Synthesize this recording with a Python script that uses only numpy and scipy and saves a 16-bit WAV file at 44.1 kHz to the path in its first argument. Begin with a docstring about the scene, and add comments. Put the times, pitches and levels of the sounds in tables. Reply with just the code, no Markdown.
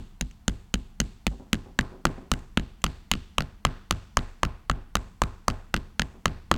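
"""Mallet tapping on a battery

A small mallet taps a plastic strip onto a battery on a wooden table in a large storeroom. Blows and
landings are trains of clicks that ring damped modes, the case knock is a set of swelling and choked sines,
and the wooden table rings from soft pushes. The room's echo is decaying bands of noise that arrive late;
ceiling and nearby boxes are discrete delays, and the low steady floor is shaped noise."""
import sys
import numpy as np
from scipy import signal
from scipy.io import wavfile
from scipy.ndimage import uniform_filter1d

SR = 44100
rng = np.random.default_rng(int(sys.argv[2]) if len(sys.argv) > 2 else 0)


def magnitude_from_level(level_db):
    """Linear magnitude for a level in decibels (20 dB per decade)."""
    exponent = np.asarray(level_db, float) / 20
    return 10 ** exponent


def unload_wav(signal):
    """Save mono or channel-first audio to the path in sys.argv[1] as 16-bit WAV at rate SR, clipped to [-1, 1]."""
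    wavfile.write(
        sys.argv[1],
        SR,
        np.round(np.clip(np.atleast_2d(signal).T, -1, 1) * 32767).astype(np.int16),
    )


N = 289737

# Mallet blows. Each row: start in seconds, relative crack level in dB, crack brightness in dB per octave,
# knock pitch in Hz, relative knock level in dB.
BLOWS = [(0.2102, -11, 2, 1595, -39), (0.48, -10.5, 3.5, 1420, -25), (0.7402, -10, 3, 1440, -27.5),
         (1.0016, -5.5, -0.5, 1310, -25.5), (1.2667, -9, 1.5, 1550, -36), (1.5302, -9.5, 2, 1370, -21),
         (1.7893, -9.5, 1, 1720, -12), (2.0525, -7.5, 3.5, 1312, -12), (2.3158, -11.5, 6.5, 1260, -17),
         (2.573, -4, -7.5, 1460, -19.5), (2.8405, -4, 2, 1200, -16.5), (3.1146, -1, -4, 1097, -21),
         (3.382, -8, -0.5, 1117, -15.5), (3.6501, -3.5, -4, 1154, -12.5), (3.9089, -4, -1.5, 1240, -18.5),
         (4.1701, -4, -1.2, 1080, -12.5), (4.4316, -7.5, -3.5, 1092, -13.5), (4.6972, -10, -6.5, 1200, -16),
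         (4.9534, -10.5, 4.5, 1250, -16.5), (5.218, -9, 1.8, 1070, -13), (5.481, -8.5, 2.5, 1148, -12),
         (5.741, -9, 0.1, 1386, -17), (5.9949, -10, 1, 1510, -17.5), (6.2563, -6, -3, 1143, -14),
         (6.5139, -4.5, -3, 1179, -9.5)]
# Battery landings and further bounces. Each row: start in seconds, relative level in dB.
LANDINGS = [(0.2219, -30), (0.4955, -24), (0.7555, -26.5), (1.0144, -20.5), (1.2765, -22), (1.5437, -17.5),
            (1.5533, -29), (1.8096, -17), (2.069, -21), (2.077, -33.5), (2.337, -13), (2.596, -20.5),
            (2.8638, -12), (3.1366, -14.5), (3.152, -23), (3.406, -10), (3.421, -19.5), (3.6687, -21),
            (3.9243, -18.5), (4.1898, -20), (4.4504, -12.5), (4.461, -32.5), (4.7134, -15), (4.9682, -13.5),
            (5.236, -12.5), (5.501, -15.5), (5.509, -29), (5.7641, -14), (5.774, -28), (6.0186, -7),
            (6.2795, -21.5), (6.5402, -14.5), (6.554, -31.5), (6.5624, -28)]
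# Dull rumbles a while after some blows. Each row: start in seconds, relative level in dB.
REBOUNDS = [(1.314, -45), (1.398, -46), (1.659, -45.5), (1.919, -42), (2.1, -43), (2.177, -41),
            (4.759, -46.5), (6.143, -52)]
# Faint lone ticks between blows. Each row: start in seconds, relative level in dB.
TICKS = [(0.3113, -52.5), (2.3894, -50), (2.8178, -49)]
# Spot struck along the strip. Each row: time in seconds, place from 0 (end) to 1 (middle).
STRUCK_PLACE = [(0, 0.38), (.8, 0.024), (1.6, 0.012), (2.4, 0.033), (3.2, 0.28), (4.0, 0.38), (4.8, 0.52),
                (5.6, 0.2), (6.5, 0.12)]
# Lower strip modes. Each row: frequency in Hz, relative level in dB, t60 in seconds.
STRIP_MODES = [(2090, -16.5, 0.01), (2743, -22.5, 0.0083), (3010, 4.5, 0.0031), (3860, -9, 0.0041),
               (4340, -12.5, 0.007)]
# Upper strip modes. Each row: frequency in Hz, relative level in dB, t60 in seconds.
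STRIP_HIGH_MODES = [(5900, -31.5, 0.0096), (6504, -2, 0.0031), (7110, -6, 0.0029), (9700, -33, 0.018),
                    (11100, -32, 0.004), (13400, -51, 0.0026)]
# Modes of the air in the cells. Each row: frequency in Hz, relative level in dB, t60 in seconds.
HOLLOW_MODES = [(347, -7, 0.04), (560, -7.5, 0.02), (910, -10.5, 0.004)]
# Rumble modes. Each row: frequency in Hz, relative level in dB, t60 in seconds.
REBOUND_MODES = [(270, -1, 0.044), (381, -8, 0.071), (520, -4.5, 0.021), (640, -14.5, .03),
                 (750, -8.5, 0.02), (950, -21.5, 0.035)]
# Case knock partials. Each row: multiple of the knock pitch, relative level in dB.
KNOCK_PARTIALS = [(.72, -1.5), (1.0, 7.5), (1.362, -2.5), (1.7, -26.5)]
# Table top modes. Each row: frequency in Hz, relative level in dB, t60 in seconds,
# side (+1 towards the microphone, -1 away).
TABLE_TOP_MODES = [(151, -9.5, 0.037, 1), (230, 3, 0.022, -1), (274, -20, 0.0028, -1)]
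# Table leg modes. Each row: frequency in Hz, relative level in dB, t60 in seconds,
# side (+1 towards the microphone, -1 away).
TABLE_LEG_MODES = [(26.5, -11, 0.6, 1), (51.35, 3.5, 0.23, 1), (74.5, -11.5, 0.48, 1),
                   (97.4, -9.5, 0.36, -1), (121.8, -13, 0.26, 1), (146.3, -3, 0.18, -1),
                   (204, -22.5, 0.22, 1), (248.8, -13.5, 0.25, -1)]
# Room echo spectrum. Each row: frequency in Hz, relative level in dB, t60 in seconds.
ROOM = [(30, -19.5, 0.12), (111, -7, 0.2), (265, -24.5, 0.38), (344, -26.5, 0.56), (700, -25.5, 0.32),
        (1200, -27, 0.5), (1920, -29, 0.47), (3180, -34.5, 0.71), (4240, -34.5, 0.71), (5200, -43.5, 0.96),
        (7560, -38, 0.58), (10000, -51, 0.29), (14560, -54.5, 0.44)]
# Floor spectrum. Each row: frequency in Hz, relative band level in dB.
FLOOR = [(15, -30), (25, 10.5), (53, 5.5), (157, -8), (236, 4.5), (301, -69), (384, -28.5), (607, -44.5),
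         (734, -19), (4140, -37.5), (16000, -42)]

FLOOR_RMS_DB = -52
ROOM_DB, ROOM_RISE_S, WALLS_S, EARLY_SHARE = -9.5, 0.018, 0.021, 0.41
CEILING_S, CEILING_DB, CEILING_CUTOFF_HZ = 0.012, -28.5, 6000
# nearby boxes: first and last delay, level of each echo, loss over that span
NEAR_FIRST_S, NEAR_LAST_S, NEAR_DB, NEAR_LOSS_DB = 0.0022, 0.016, -36.5, 0.5
TABLE_DELAY_S, LEGS_EXTRA_DELAY_S = 0.0012, 0.00071
TABLE_TOP_DB, TABLE_TOP_DB_PER_PLACE = -12.0, -21  # at the strip's end; change to its middle
LEGS_DB, LEGS_DB_PER_PLACE, LEGS_DB_PER_KNOCK_DB = -27.5, 5.5, 0.23
LEGS_TILT_DB_PER_OCTAVE_PER_PLACE = -2.5
KNOCK_DELAY_S, KNOCK_T60_MIDDLE_S, KNOCK_END_SHARE = 0.0009, 0.0056, 0.7  # share: t60 at end / middle
KNOCK_SWELL_POWER = 0.98
HOLLOW_DB, HOLLOW_DB_PER_KNOCK_DB = -19, 1
SEATING_S, CHATTER_S = 0.0005, 0.004  # delay before the first touch; span of the later contacts
FIZZ_DB = -10  # upper strip modes relative to the crack
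LANDING_KNOCK_DB = -20  # relative to the landing's level
LANDING_THUMP_DB, THUMP_DB_PER_PLACE, THUMP_DB_PER_LANDING_DB = -23.5, -3, 0.1
LANDING_LEGS_DB, LANDING_TILT_DB_PER_OCTAVE_PER_DB = -33.5, 0.15
LIMIT_PEAK, LIMIT_KNEE = 0.53, 3.1


def rms_one(x):
    """Scale to rms 1."""
    return x / np.sqrt(np.mean(x ** 2) + 1e-20)


def ring(clicks, hz, t60_s):
    """Two-pole resonator: a unit click starts a decaying sine of height 1."""
    radius = magnitude_from_level(-60 / (max(t60_s, 0.001) * SR))
    angle = 2 * np.pi * hz / SR
    poles = [1, -2 * radius * np.cos(angle), radius * radius]
    return signal.lfilter([0, np.sin(angle)], poles, clicks + 1e-18)


def clicks_at(seconds, sizes):
    """Click train with one sample per contact."""
    out = np.zeros(N)
    index = np.clip((np.asarray(seconds) * SR).astype(int), 0, N - 1)
    np.add.at(out, index, sizes)
    return out


def bands(length):
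    """Narrow noise bands with their centres in Hz; neighbours are unrelated."""
    settle = 8000
    edges_hz = 24 * 2 ** np.arange(0, 9.7, 0.4)
    white = rng.standard_normal((2, length + settle))
    for k, (low, high) in enumerate(zip(edges_hz, edges_hz[1:])):
        sos = signal.butter(2, [low, high], "band", fs=SR, output="sos")
        yield np.sqrt(low * high), signal.sosfilt(sos, white[k % 2])[settle:]


def at_hz(points, hz):
    """Table columns interpolated on a log-frequency axis."""
    table_hz, *columns = np.transpose(points)
    return [np.interp(np.log(hz), np.log(table_hz), column) for column in columns]


def floor():
    """Steady room rumble and microphone hiss: noise bands weighted by the floor spectrum."""
    noise = sum(magnitude_from_level(at_hz(FLOOR, hz)[0]) * band for hz, band in bands(N))
    return magnitude_from_level(FLOOR_RMS_DB) * rms_one(noise)


def room(seconds, parts_hz, parts_db):
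    """The room takes each blow's broad colour from all sides; far walls answer late, then each band dies."""
    t = np.arange(SR) / SR
    early = EARLY_SHARE * (1 - np.exp(-t / 0.0014))
    walls = 1 / (1 + np.exp((WALLS_S - t) / ROOM_RISE_S))
    # separate early reflections make the echo grainy before it blends
    grain = rms_one(uniform_filter1d(rng.standard_normal(SR), size=220))
    arrival = (early + walls) * magnitude_from_level(5.1 * grain * np.exp(-t / 0.071))
    out = 0
    for hz, noise in bands(SR):
        level_db, t60_s = at_hz(ROOM, hz)
        colour_db = [np.interp(np.log(hz), np.log(parts_hz), blow) for blow in np.transpose(parts_db)]
        echo = magnitude_from_level(level_db - 60 * t / t60_s) * rms_one(noise) * arrival
        sizes = magnitude_from_level(colour_db + rng.normal(0, 1.4, len(seconds)))
        out = out + signal.fftconvolve(clicks_at(seconds, sizes), echo)
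    return out


def ceiling(x):
    """One dull early echo from above among small scattered ones from boxes nearby."""
    place = np.sort(rng.random(12))
    delay_s = NEAR_FIRST_S + (NEAR_LAST_S - NEAR_FIRST_S) * place
    taps = np.zeros(SR // 20)
    taps[(delay_s * SR).astype(int)] = magnitude_from_level(NEAR_DB - NEAR_LOSS_DB * place) * rng.choice([-1, 1], len(place))
    taps[int(CEILING_S * SR)] += magnitude_from_level(CEILING_DB)
    dull = signal.sosfilt(signal.butter(1, CEILING_CUTOFF_HZ, fs=SR, output="sos"), x)
    return signal.fftconvolve(dull, taps)[:N]


def table(seconds, db, modes, scatter_db, tilt_db=0):
    """A soft push rings the wooden modes; tilt is in dB per octave about 50 Hz."""
    out = 0
    for hz, mode_db, t60_s, side in modes:
        scatter = scatter_db * rng.standard_normal(len(seconds))
        sizes = magnitude_from_level(db + mode_db + tilt_db * np.log2(hz / 50) + scatter)
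        out = out + np.sign(side) * ring(clicks_at(seconds + TABLE_DELAY_S, sizes), hz, t60_s)
    return out


def knock(seconds, hz, db, middle):
    """The hollow case knocks at a pitch set by the spot struck; the mallet head stays on and chokes it."""
    length = 2000
    out, t = np.zeros(N + length), np.arange(length) / SR
    for start_s, pitch_hz, level, place in zip(seconds, hz, magnitude_from_level(db), middle):
        age = t / (KNOCK_T60_MIDDLE_S * (KNOCK_END_SHARE + (1 - KNOCK_END_SHARE) * place))
        swell = age ** KNOCK_SWELL_POWER * magnitude_from_level(-60 * age ** 1.54)
        envelope = level * swell / swell.max()
        i = int((start_s + KNOCK_DELAY_S) * SR)
        for multiple, part_db in KNOCK_PARTIALS:
            out[i:i + length] -= magnitude_from_level(part_db) * envelope * np.sin(2 * np.pi * multiple * pitch_hz * t)
    return out[:N]


def chatter(seconds, db, modes, spread_s, count=6, tilt_db=0):
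    """A sharp inward click, then uneven weakening contacts; tilt is in dB per octave about 3 kHz."""
    contact = np.arange(count)
    later_s = rng.random((len(seconds), count)) ** 1.6 * spread_s * (contact > 0)
    signs = np.where(contact > 0, rng.choice([-1, 1], later_s.shape), -0.6)
    times_s = (seconds[:, None] + SEATING_S + later_s).ravel()
    out = 0
    for hz, mode_db, t60_s in modes:
        struck_db = db + mode_db + tilt_db * np.log2(hz / 3000)
        scatter_db = rng.normal(0, 1.69, later_s.shape)  # each mode is struck anew
        sizes = magnitude_from_level(struck_db[:, None] + scatter_db - 20 * later_s / spread_s) * signs
        out = out + ring(clicks_at(times_s, sizes.ravel()), hz, t60_s)
    return out


def rebounds():
    """Dull rumble: many contacts spread over 0.14 s ring low modes."""
    start_s, db = np.transpose(REBOUNDS)
    return chatter(start_s, db, REBOUND_MODES, 0.14, count=40)


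def ticks():
    """Faint lone ticks: bright contacts within 8 ms ring all strip modes."""
    start_s, db = np.transpose(TICKS)
    return chatter(start_s, db, STRIP_MODES + STRIP_HIGH_MODES, 0.008, count=6, tilt_db=5.0)


def landings(start_s, db, hz, middle):
    """The battery lands: a short chatter, duller when weak, and a case knock."""
    tilt_db = LANDING_TILT_DB_PER_OCTAVE_PER_DB * (db - db.mean())
    out = chatter(start_s, db - 9.5, STRIP_MODES, 0.0021, count=4, tilt_db=tilt_db)
    out += chatter(start_s, db - 18.5, STRIP_HIGH_MODES, 0.0023, count=4, tilt_db=tilt_db)
    return out + knock(start_s, 1.17 * hz, db + LANDING_KNOCK_DB, middle)


def blows(start_s, crack_db, fizz_db, tilt_db, hz, knock_db, hollow_db, middle):
    """The mallet's blows: chattering strip, knocking case and ringing air in the cells."""
    out = chatter(start_s, crack_db - 8, STRIP_MODES, CHATTER_S, count=10, tilt_db=tilt_db)
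    out += chatter(start_s, fizz_db, STRIP_HIGH_MODES, CHATTER_S, count=10, tilt_db=tilt_db)
    out += knock(start_s, hz, knock_db, middle)
    return out + chatter(start_s, hollow_db, HOLLOW_MODES, 0.0002, count=2)


def scene():
    """Mix blows, landings, ticks, table and rebounds with their echoes and the floor."""
    blow_s, crack_db, tilt_db, hz, knock_db = np.transpose(BLOWS)
    land_s, land_db = np.transpose(LANDINGS)
    middle = np.interp(blow_s, *np.transpose(STRUCK_PLACE))
    land_middle = np.interp(land_s, blow_s, middle)
    land_hz = np.interp(land_s, blow_s, hz)

    swing_db = knock_db - knock_db.mean()
    top_db = TABLE_TOP_DB + TABLE_TOP_DB_PER_PLACE * middle
    legs_db = LEGS_DB + LEGS_DB_PER_PLACE * middle + LEGS_DB_PER_KNOCK_DB * swing_db
    hollow_db = HOLLOW_DB + HOLLOW_DB_PER_KNOCK_DB * swing_db
    fizz_db = crack_db + FIZZ_DB
    thump_db = LANDING_THUMP_DB + THUMP_DB_PER_PLACE * (land_middle - middle.mean())
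    thump_db = thump_db + THUMP_DB_PER_LANDING_DB * (land_db - land_db.mean())
    legs_tilt_db = LEGS_TILT_DB_PER_OCTAVE_PER_PLACE * (middle - middle.mean())
    land_legs_db = np.full(len(land_s), LANDING_LEGS_DB)

    direct = blows(blow_s, crack_db, fizz_db, tilt_db, hz, knock_db, hollow_db, middle)
    direct += landings(land_s, land_db, land_hz, land_middle) + ticks()

    wood = table(blow_s, top_db, TABLE_TOP_MODES, scatter_db=-2.2)
    wood += table(land_s, thump_db, TABLE_TOP_MODES, scatter_db=1.0)
    # the push takes a moment to reach the legs
    legs_s = blow_s + LEGS_EXTRA_DELAY_S
    wood += table(legs_s, legs_db, TABLE_LEG_MODES, scatter_db=2.77, tilt_db=legs_tilt_db)
    # a landing rocks them back the other way
    wood -= table(land_s, land_legs_db, TABLE_LEG_MODES, scatter_db=3.0)
    wood += rebounds()

    # legs, top, hollow, knock, crack, fizz
    parts_hz = [60, 210, 600, 1250, 3200, 7000]
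    parts_db = np.array([legs_db, top_db, hollow_db, knock_db, crack_db - 11.5, fizz_db + tilt_db])
    wet = room(blow_s, parts_hz, parts_db + ROOM_DB)
    # the series began earlier: tails like those before the fourth blow still hang in the room
    end = int(blow_s[3] * SR)
    lead = end - int(blow_s[0] * SR)
    wet[:end - lead] += magnitude_from_level(0.5) * (wet[lead:end] + wood[lead:end])
    return (direct + ceiling(direct) + wood + wet[:N] + floor())[None]


def roll_off(x):
    """The treble ends steeply here."""
    return signal.sosfilt(signal.butter(12, 17040, fs=SR, output="sos"), x)


def record(dry):
    """The microphone input flattens the hardest peaks by soft saturation."""
    mix = dry / (1 + np.abs(dry / LIMIT_PEAK) ** LIMIT_KNEE) ** (1 / LIMIT_KNEE)
    return roll_off(mix)


dry = scene()
out = record(dry)
unload_wav(out)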